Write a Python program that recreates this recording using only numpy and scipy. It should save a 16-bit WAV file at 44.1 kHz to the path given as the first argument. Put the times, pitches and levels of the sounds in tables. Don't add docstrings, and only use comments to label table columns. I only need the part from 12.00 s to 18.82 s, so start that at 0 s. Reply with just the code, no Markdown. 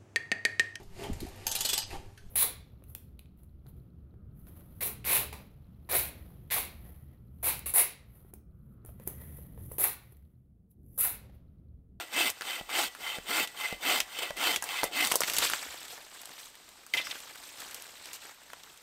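import sys
import numpy as np
from scipy import signal
from scipy.fft import rfft, irfft
from scipy.io import wavfile
from scipy.ndimage import uniform_filter1d

SR = 44100
rng = np.random.default_rng(int(sys.argv[2]) if len(sys.argv) > 2 else 0)


def gain_from_db(level_db):
    decades = np.asarray(level_db, float) / 20
    return 10 ** decades


def digitize_waveform(pressure):
    field = np.atleast_2d(pressure).T
    bounded = np.clip(field, -1, 1)
    quanta = np.round(bounded * 32767).astype(np.int16)
    wavfile.write(sys.argv[1], SR, quanta)


N = 300759

# (frequency [Hz], width [Hz], level [dB])
BLADE_MODES = [(1385, 80, -12), (1960, 6, 7), (2058, 30, 3), (2435, 35, -6), (2608, 30, -2), (2830, 35, -7),
               (3082, 40, -3), (3260, 55, -6), (3572, 35, -6), (4130, 60, -11), (4540, 90, -14),
               (5450, 80, -15), (5880, 60, -17), (13780, 70, -19)]


def evened(x):
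    return x / np.sqrt(np.mean(x ** 2) + 1e-20)


def peaked(x):
    return x / abs(x).max()


def add(mix, s, sound):
    part = mix[round(s * SR):][:len(sound)]
    part += sound[:len(part)]


def colour(x, points, lo_hz=0, hi_hz=SR):
    f, level_db = np.transpose(points)
    hz = np.fft.rfftfreq(len(x), 1 / SR) + 1
    band = 1 / np.sqrt((1 + (lo_hz / hz) ** 8) * (1 + (hz / hi_hz) ** 8))
    shape = gain_from_db(np.interp(np.log(hz), np.log(f), level_db))
    return evened(irfft(rfft(x) * band * shape, len(x)))


def ring(x, hz, width):
    r = np.exp(-np.pi * width / SR)
    return 2 * signal.lfilter([1 - r], [1, -r * np.exp(2j * np.pi * hz / SR)], x).real


def wander(count, span):
    return evened(uniform_filter1d(uniform_filter1d(rng.standard_normal(count), span), span))


def grit(count, per_s, spread_db):
    hit = rng.random(count) < per_s / SR
    size = rng.exponential(1, count)
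    sign = rng.standard_normal(count)
    return evened(hit * sign * gain_from_db(spread_db * np.minimum(size, 4)))


def patchy(x, depth_db, frames, bins):
    z = signal.stft(x, nperseg=256)[2]
    field = uniform_filter1d(rng.standard_normal(z.shape), bins, axis=0)
    field = uniform_filter1d(field, frames, axis=1)
    return evened(signal.istft(z * gain_from_db(depth_db * evened(field)), nperseg=256)[1][:len(x)])


def air():
    # (frequency [Hz], density [dB per Hz])
    air_spectrum = [(12, -31), (20, 0.5), (138, -4.5), (558, -3.5), (2460, -5.5), (3740, -2), (7110, -8),
                    (8410, -2.5), (9670, -19), (13900, -6), (16000, -28)]
    level = gain_from_db(-58 - 1.5 + wander(N, span=4000))
    return level * colour(rng.standard_normal(N), air_spectrum, 0, 12000)


def forest(x):
    t = np.arange(SR // 2) / SR
    taps = grit(len(t), 3000, 0.39) * (t > .004)
    low = signal.lfilter(*signal.butter(1, 3000, fs=SR), taps)
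    tail = low * gain_from_db(-60 * t / 0.24) + (taps - low) * gain_from_db(-60 * t / 0.095)
    return signal.fftconvolve(x, tail / np.linalg.norm(tail))[:N]


def leaves():
    # (time [s], level [dB])
    leaf_levels = [(3.1, -35.5), (3.18, -44), (3.38, -34.5), (3.6, -43), (3.98, -54), (4.34, -53),
                   (4.52, -61), (4.72, -63.5), (4.95, -58), (5.1, -46.5), (5.37, -53), (5.68, -48),
                   (5.83, -54), (6.16, -51.5), (6.29, -62.5), (6.46, -61.5), (6.82, -59)]
    # (frequency [Hz], density [dB per Hz])
    leaf_spectrum = [(59, -38), (100, -12.5), (210, -13), (266, -6.5), (358, -7), (872, -1.5), (1060, -2),
                     (3780, -2.5), (6700, -6), (7940, -2), (10000, -13.5), (13500, -8.5), (16000, -19.5)]
    # (time [s], peak [dB], length [s], relative dull part [dB])
    sweeps = [(3.266, -33, 0.033, -5.5), (3.374, -40, 0.041, 2), (3.395, -29, 0.087, -5.5),
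              (3.646, -56, 0.053, 7), (3.864, -48, 0.13, -7.5), (4.356, -51.5, 0.16, -23),
              (4.926, -42, 0.088, 1), (5.1, -43.5, 0.034, 1), (5.65, -58, 0.17, 3.5),
              (6.005, -50.5, 0.11, -3.5), (6.126, -44.5, 0.048, -25), (6.211, -52, 0.13, 0),
              (6.62, -63.5, 0.061, 3)]
    s, level_db = np.transpose(leaf_levels)
    t = np.arange(N) / SR
    clumps = gain_from_db(1.5 * wander(N, span=150) + 1. * wander(N, span=1200))
    rustle = evened(clumps * (rng.standard_normal(N) + 0.47 * grit(N, 1500, 2.0)))
    rustle = patchy(rustle, 3., frames=3, bins=10)
    crisp = gain_from_db(np.interp(t, s, level_db, left=-60.))
    dull = gain_from_db(-14.) * crisp ** .8
    for start, db, length, rel_db in sweeps:
        u = np.clip((t - start) / length, 0, 9)
        swell = gain_from_db(db) * np.minimum(u / 0.27, 1) * np.exp(-u ** 4.2)
        crisp = np.hypot(crisp, swell)
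        dull = np.hypot(dull, swell * gain_from_db(rel_db))
    return crisp * colour(rustle, leaf_spectrum, 2880) + dull * colour(rustle, leaf_spectrum, 67, 2250)


def thump(db, hz, t60):
    t = np.arange(12000) / SR
    decay = gain_from_db(db - 60 * t / np.clip(t60, .05, .3))
    return decay * np.sin(2 * np.pi * hz * t) * (1 - np.exp(-t / 0.0059)) * 3.3


def clank(db, rattle, centre_hz):
    t = np.arange(9000) / SR
    u = t / np.clip(rattle, .0005, .05)
    knock = rng.standard_normal(len(t)) * np.sqrt(u) * np.exp(-u ** 2)
    modes = 0
    for hz, width, mode_db in BLADE_MODES[2:-1]:
        width = width + 30
        weight = gain_from_db(1.37 * mode_db - 4.7 * np.log2(hz / centre_hz) ** 2)
        modes = modes + weight * ring(knock, hz, width) / np.sqrt(width)
    thick = ring(ring(knock, centre_hz, 1100), centre_hz, 1100)
    metal = peaked(modes) + 0.72 * peaked(thick)
    return gain_from_db(db) * signal.lfilter(*signal.butter(4, 1700, "high", fs=SR), metal)


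def crack(db, hz, bright_db, thud_db, t60):
    t = np.arange(4000) / SR
    snap_decay = gain_from_db(-60 * t / .007)
    splinter_decay = .3 * gain_from_db(-60 * t / np.clip(t60, .005, .2))
    burst = rng.standard_normal(len(t)) * (snap_decay + splinter_decay)
    burst[0] = 1
    wood = ring(burst, hz, 0.38 * hz) + 0.31 * ring(burst, 1.88 * hz, 0.32 * hz)
    wood += 0.065 * ring(burst, 1400, 670)
    wood = signal.lfilter(*signal.butter(2, 200, "high", fs=SR), wood)
    tick = signal.lfilter(*signal.butter(2, (3800, 13500), "band", fs=SR), burst)
    thud = np.sin(2 * np.pi * 220 * t * np.exp(-t / 0.11))
    thud += 0.33 * (np.sin(2 * np.pi * 820 * t) + np.sin(2 * np.pi * 430 * t))
    thud *= gain_from_db(-60 * t / 0.021)
    return gain_from_db(db) * (0.68 * peaked(wood) + 0.57 * gain_from_db(bright_db) * peaked(tick) + 0.74 * gain_from_db(thud_db) * thud)


def snaps():
    # (time [s], peak [dB], ring [Hz], relative thud [dB])
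    knocks = [
        (0.611, -26, 683, -8),
        (1.185, -24, 745, -8),
        (1.726, -21, 632, -8),
        (2.306, -21., 624, -12.5),
        (2.833, -8.5, 476, -19.5),
    ]
    # (time [s], peak [dB],
    # ring [Hz], relative bright part [dB])
    fibres = [(0.301, -23, 2060, 8.5), (0.41, -19.5, 1740, -23), (0.42, -20, 1550, -31),
              (0.693, -24.5, 1190, -22), (0.95, -26.5, 1400, -6), (1.474, -23.5, 3180, -34),
              (1.84, -34, 2030, -14), (2.003, -7.5, 2860, -11), (2.369, -29, 2050, 0.1),
              (2.561, -9, 3100, -15), (2.624, -19.5, 1425, 1.5), (2.64, -26, 821, 8),
              (2.69, -21, 2050, -28), (2.84, -15, 515, 3.5), (3.049, -14, 4500, -3)]
    # (time [s], peak [dB], ring [Hz], relative bright part [dB])
    breaking = [(3.072, -15, 3324, 1.5), (3.116, -11, 980, -10), (3.12, -8, 3160, -0.5),
                (3.14, -16.5, 750, -6), (3.156, -13.5, 540, 9.5), (3.206, -14, 590, 7.5),
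                (3.218, -13, 1210, -16), (3.235, -9.5, 2070, -23), (3.299, -12.5, 2480, -6),
                (3.335, -22, 3450, 2), (3.366, -16, 3390, 3), (3.385, -12, 3680, 5.5),
                (3.428, -17, 1170, -14), (3.452, -16, 1540, -14), (3.464, -17, 2180, -17),
                (3.499, -16, 1440, -1), (3.535, -10.5, 1430, -17)]
    # (time [s], peak [dB], ring [Hz], relative
    # bright part [dB])
    twigs = [(3.83, -32, 3460, -13), (3.882, -30, 4000, -7), (3.917, -33, 3500, -18),
             (3.979, -34, 920, -14), (4.126, -39, 926, -13), (4.216, -47.5, 1150, 22),
             (4.256, -39.5, 4000, 14), (4.273, -36, 690, -10), (4.293, -30, 1530, -13),
             (4.458, -35, 4030, -7), (4.554, -35.5, 3320, -4), (4.69, -36, 3500, -5),
             (4.774, -44, 1480, -6), (4.865, -37, 1330, 4),
             (5.07, -23, 1410, -21), (5.156, -29, 1500, -14), (5.203, -28, 2850, -6),
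                (5.356, -29, 1370, -10), (5.428, -38, 2070, -19), (5.473, -43, 1420, -3),
                (5.516, -42, 1250, -8), (5.603, -40.5, 1660, 15), (5.711, -35, 3360, 5),
                (5.745, -25.5, 2940, 6.5), (5.822, -35, 3190, 7.5), (5.867, -36, 1500, -3),
                (6.057, -28, 2830, -21), (6.132, -29, 2870, 6), (6.502, -31, 1730, -23),
                (6.533, -27, 1250, -34), (6.635, -30.5, 2930, -30), (6.741, -45, 1360, -4),
                (6.775, -38, 3360, -3)]
    # bright part [dB], thud [dB], ring t60 [s]
    rows = [(s, db, hz, -39, thud_db, 0.037) for s, db, hz, thud_db in knocks]
    rows += [(*row, -34.5, 0.078) for row in fibres]
    rows += [(*row, -30, 0.07) for row in breaking]
    rows += [(*row, -28.5, 0.047) for row in twigs]
    return sorted(rows)


def arm():
    # (start [s], length [s], peak [dB], top tooth rate [1/s], pressure gained along the stroke [dB])
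    strokes = [(-.16, 0.22, -32, 300, -2.5), (0.095, .225, -25.5, 333, 2.5), (0.403, 0.22, -36.5, 370, 1.7),
               (0.676, 0.22, -26, 350, 3), (0.972, 0.23, -36.5, 330, 1), (1.244, 0.23, -26, 323, 1.5),
               (1.536, 0.25, -36.5, 330, -4), (1.796, 0.23, -24, 340, 1), (2.067, 0.26, -38, 330, 2.5),
               (2.342, 0.24, -27.5, 340, 5.5), (2.638, 0.27, -34.5, 330, -1.5),
               (2.903, 0.21, -24.5, 313, 0)]
    # (relative level [dB], power of speed [1], gain along the stroke [dB])
    pull = [
        (1, 1.4, 0),
        (-11.5, 0.65, -9.5),
        (-7, 0.78, -1),
        (-23, 0.67, 14),
    ]
    # (relative level [dB], power of speed [1], gain along the stroke [dB])
    push = [
        (-2.3, 1.41, -3.5),
        (-11.5, 1.62, -3),
        (-7.5, 1.15, 0.5),
        (-11, 0.37, -2),
    ]
    rest_levels = [-57.5, -62, -58.5, -78]
    # (time [s], extra pressure [dB], length [s])
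    catches = [
        (0.126, 3.5, 0.022),
        (0.693, 6.5, 0.017),
        (1.067, 2, 0.013),
        (1.429, 7.5, 0.018),
        (1.845, 0.5, 0.023),
        (2.187, 11., 0.0082),
        (2.22, 9, 0.024),
        (2.36, 8, 0.043),
        (2.682, 1.5, 0.026),
        (2.935, 0, 0.016),
    ]
    t = np.arange(N) / SR
    layers = np.full((4, N), -120.)
    rate, regular = np.zeros(N), np.zeros(N)
    for k, (start, length, peak_db, top_hz, lean_db) in enumerate(strokes):
        pushing = k % 2
        now = (t >= start) & (t < start + length)
        u = (t[now] - start) / length
        late = 1.163 if pushing else 1.176
        speed_db = 20 * np.log10(np.sin(np.pi * u ** late) + 1e-3)
        layers[:, now] = [peak_db + rel_db + power * speed_db + (gain_db + lean_db) * (2 * u - 1)
                          for rel_db, power, gain_db in (push if pushing else pull)]
        rate[now] = top_hz * np.sin(np.pi * np.clip(u, .08, .92))
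        regular[now] = .8 if pushing else .1
    for start, extra_db, length in catches:
        u = np.clip((t - start) / length, 0, 9)
        layers += extra_db * np.minimum(u / 0.16, 1) * np.exp(-u ** 2)
    cut_end = strokes[-1][0] + strokes[-1][1]
    rest_db = np.where(t < cut_end, np.array(rest_levels)[:, None], -120.)
    return np.maximum(layers, rest_db), rate, regular


def saw():
    # (frequency [Hz], density [dB per Hz])
    rasp_spectrum = [(88, -66), (150, -50), (334, -23), (457, -21), (730, -2), (1830, -6), (2100, 0),
                     (2310, -2.5), (3160, -1.5), (3920, -10.5), (6260, -21), (8400, -13.5), (11000, -28.5),
                     (13700, -15.5), (16000, -27.5)]
    # (frequency [Hz], width [Hz], level [dB])
    limb_modes = [(456, 190, -9), (738, 104, -3.5), (852, 16, 1), (1127, 71, -12.5)]
    layers, rate, regular = arm()
    turns = np.cumsum(rate * (1 + .04 * wander(N, span=100))) / SR
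    bite = np.exp(0.17 * regular * np.cos(2 * np.pi * turns))
    snag = gain_from_db(1.38 * wander(N, span=120) + 1.0 * wander(N, span=900))
    tear = bite * (1.06 * rng.standard_normal(N) + .5 * grit(N, 6000, 0.6))
    tear = patchy(tear, 2., frames=8, bins=3)
    rasp, body, hiss, buzz = uniform_filter1d(gain_from_db(layers), 200) * snag
    force = rasp * tear * gain_from_db(-4 * regular)
    grip = gain_from_db(3.5 * wander(N, span=1800))

    def slide():
        return np.roll(grip, rng.integers(N))

    blade = sum((-1) ** k * gain_from_db(db) * ring(force * slide(), hz, width)
                for k, (hz, width, db) in enumerate(BLADE_MODES))
    limb = sum(gain_from_db(db) * ring(body * tear * slide(), hz, width) for hz, width, db in limb_modes)
    steady = regular * gain_from_db(3.5 * wander(N, span=250)) * np.clip((rate - 140) / 60, 0, 1)
    hum = body * steady * np.cos(2 * np.pi * turns)
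    low = (1 - regular) * colour(tear, rasp_spectrum, 150, 413)
    return (gain_from_db(-7) * rasp * colour(tear, rasp_spectrum, 1145, 5130)
            + gain_from_db(13) * blade + gain_from_db(13) * limb
            + gain_from_db(-8.5) * body * colour(tear, rasp_spectrum, 540, 2060)
            + gain_from_db(-1.5) * hiss * colour(tear, rasp_spectrum, 4560)
            + buzz * low + gain_from_db(-6.5) * hum)


def scene():
    # (time [s], peak [dB], rattle length [s], centre of struck modes [Hz])
    clanks = [
        (4.937, -15.5, 0.0026, 2300),
        (4.942, -24.5, 0.0064, 2070),
        (4.968, -23, 0.015, 2980),
        (4.978, -27.5, 0.019, 2350),
        (5.009, -30.5, 0.016, 3580),
        (5.037, -34.5, 0.04, 5060),
        (5.11, -27.5, 0.0056, 3600),
    ]
    # (time [s], peak [dB], frequency [Hz], t60 [s])
    thumps = [(0.299, -60, 91, 0.077), (0.619, -59, 37.7, 0.15), (0.869, -64, 61.7, 0.13),
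              (1.019, -65, 61.9, 0.12), (1.199, -60, 40.5, 0.17), (1.739, -54, 45.8, 0.11),
              (2.019, -64, 43.1, 0.17), (2.329, -59, 37.7, 0.13), (2.569, -62, 67.3, 0.17),
              (2.849, -61, 37.7, 0.14), (3.299, -68, 59.2, 0.15), (3.389, -55, 59.2, 0.1),
              (3.678, -62, 67.3, 0.17), (6.529, -76, 86.1, 0.12)]
    near = saw() + leaves()
    for s, *row in snaps():
        add(near, s, crack(*row))
    for s, *row in clanks:
        add(near, s, clank(*row))
    for s, *row in thumps:
        add(near, s, thump(*row))
    return (near + gain_from_db(-17.5) * forest(near) + air())[None]


def roll_off(x):
    return signal.sosfilt(signal.butter(12, 16820, fs=SR, output="sos"), x)


def record(dry):
    edge = signal.firwin(255, 15750, window=("kaiser", 5), fs=SR)
    mix = signal.oaconvolve(dry, edge[None], "same")
    return roll_off(mix)


dry = scene()
out = record(dry)
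digitize_waveform(out)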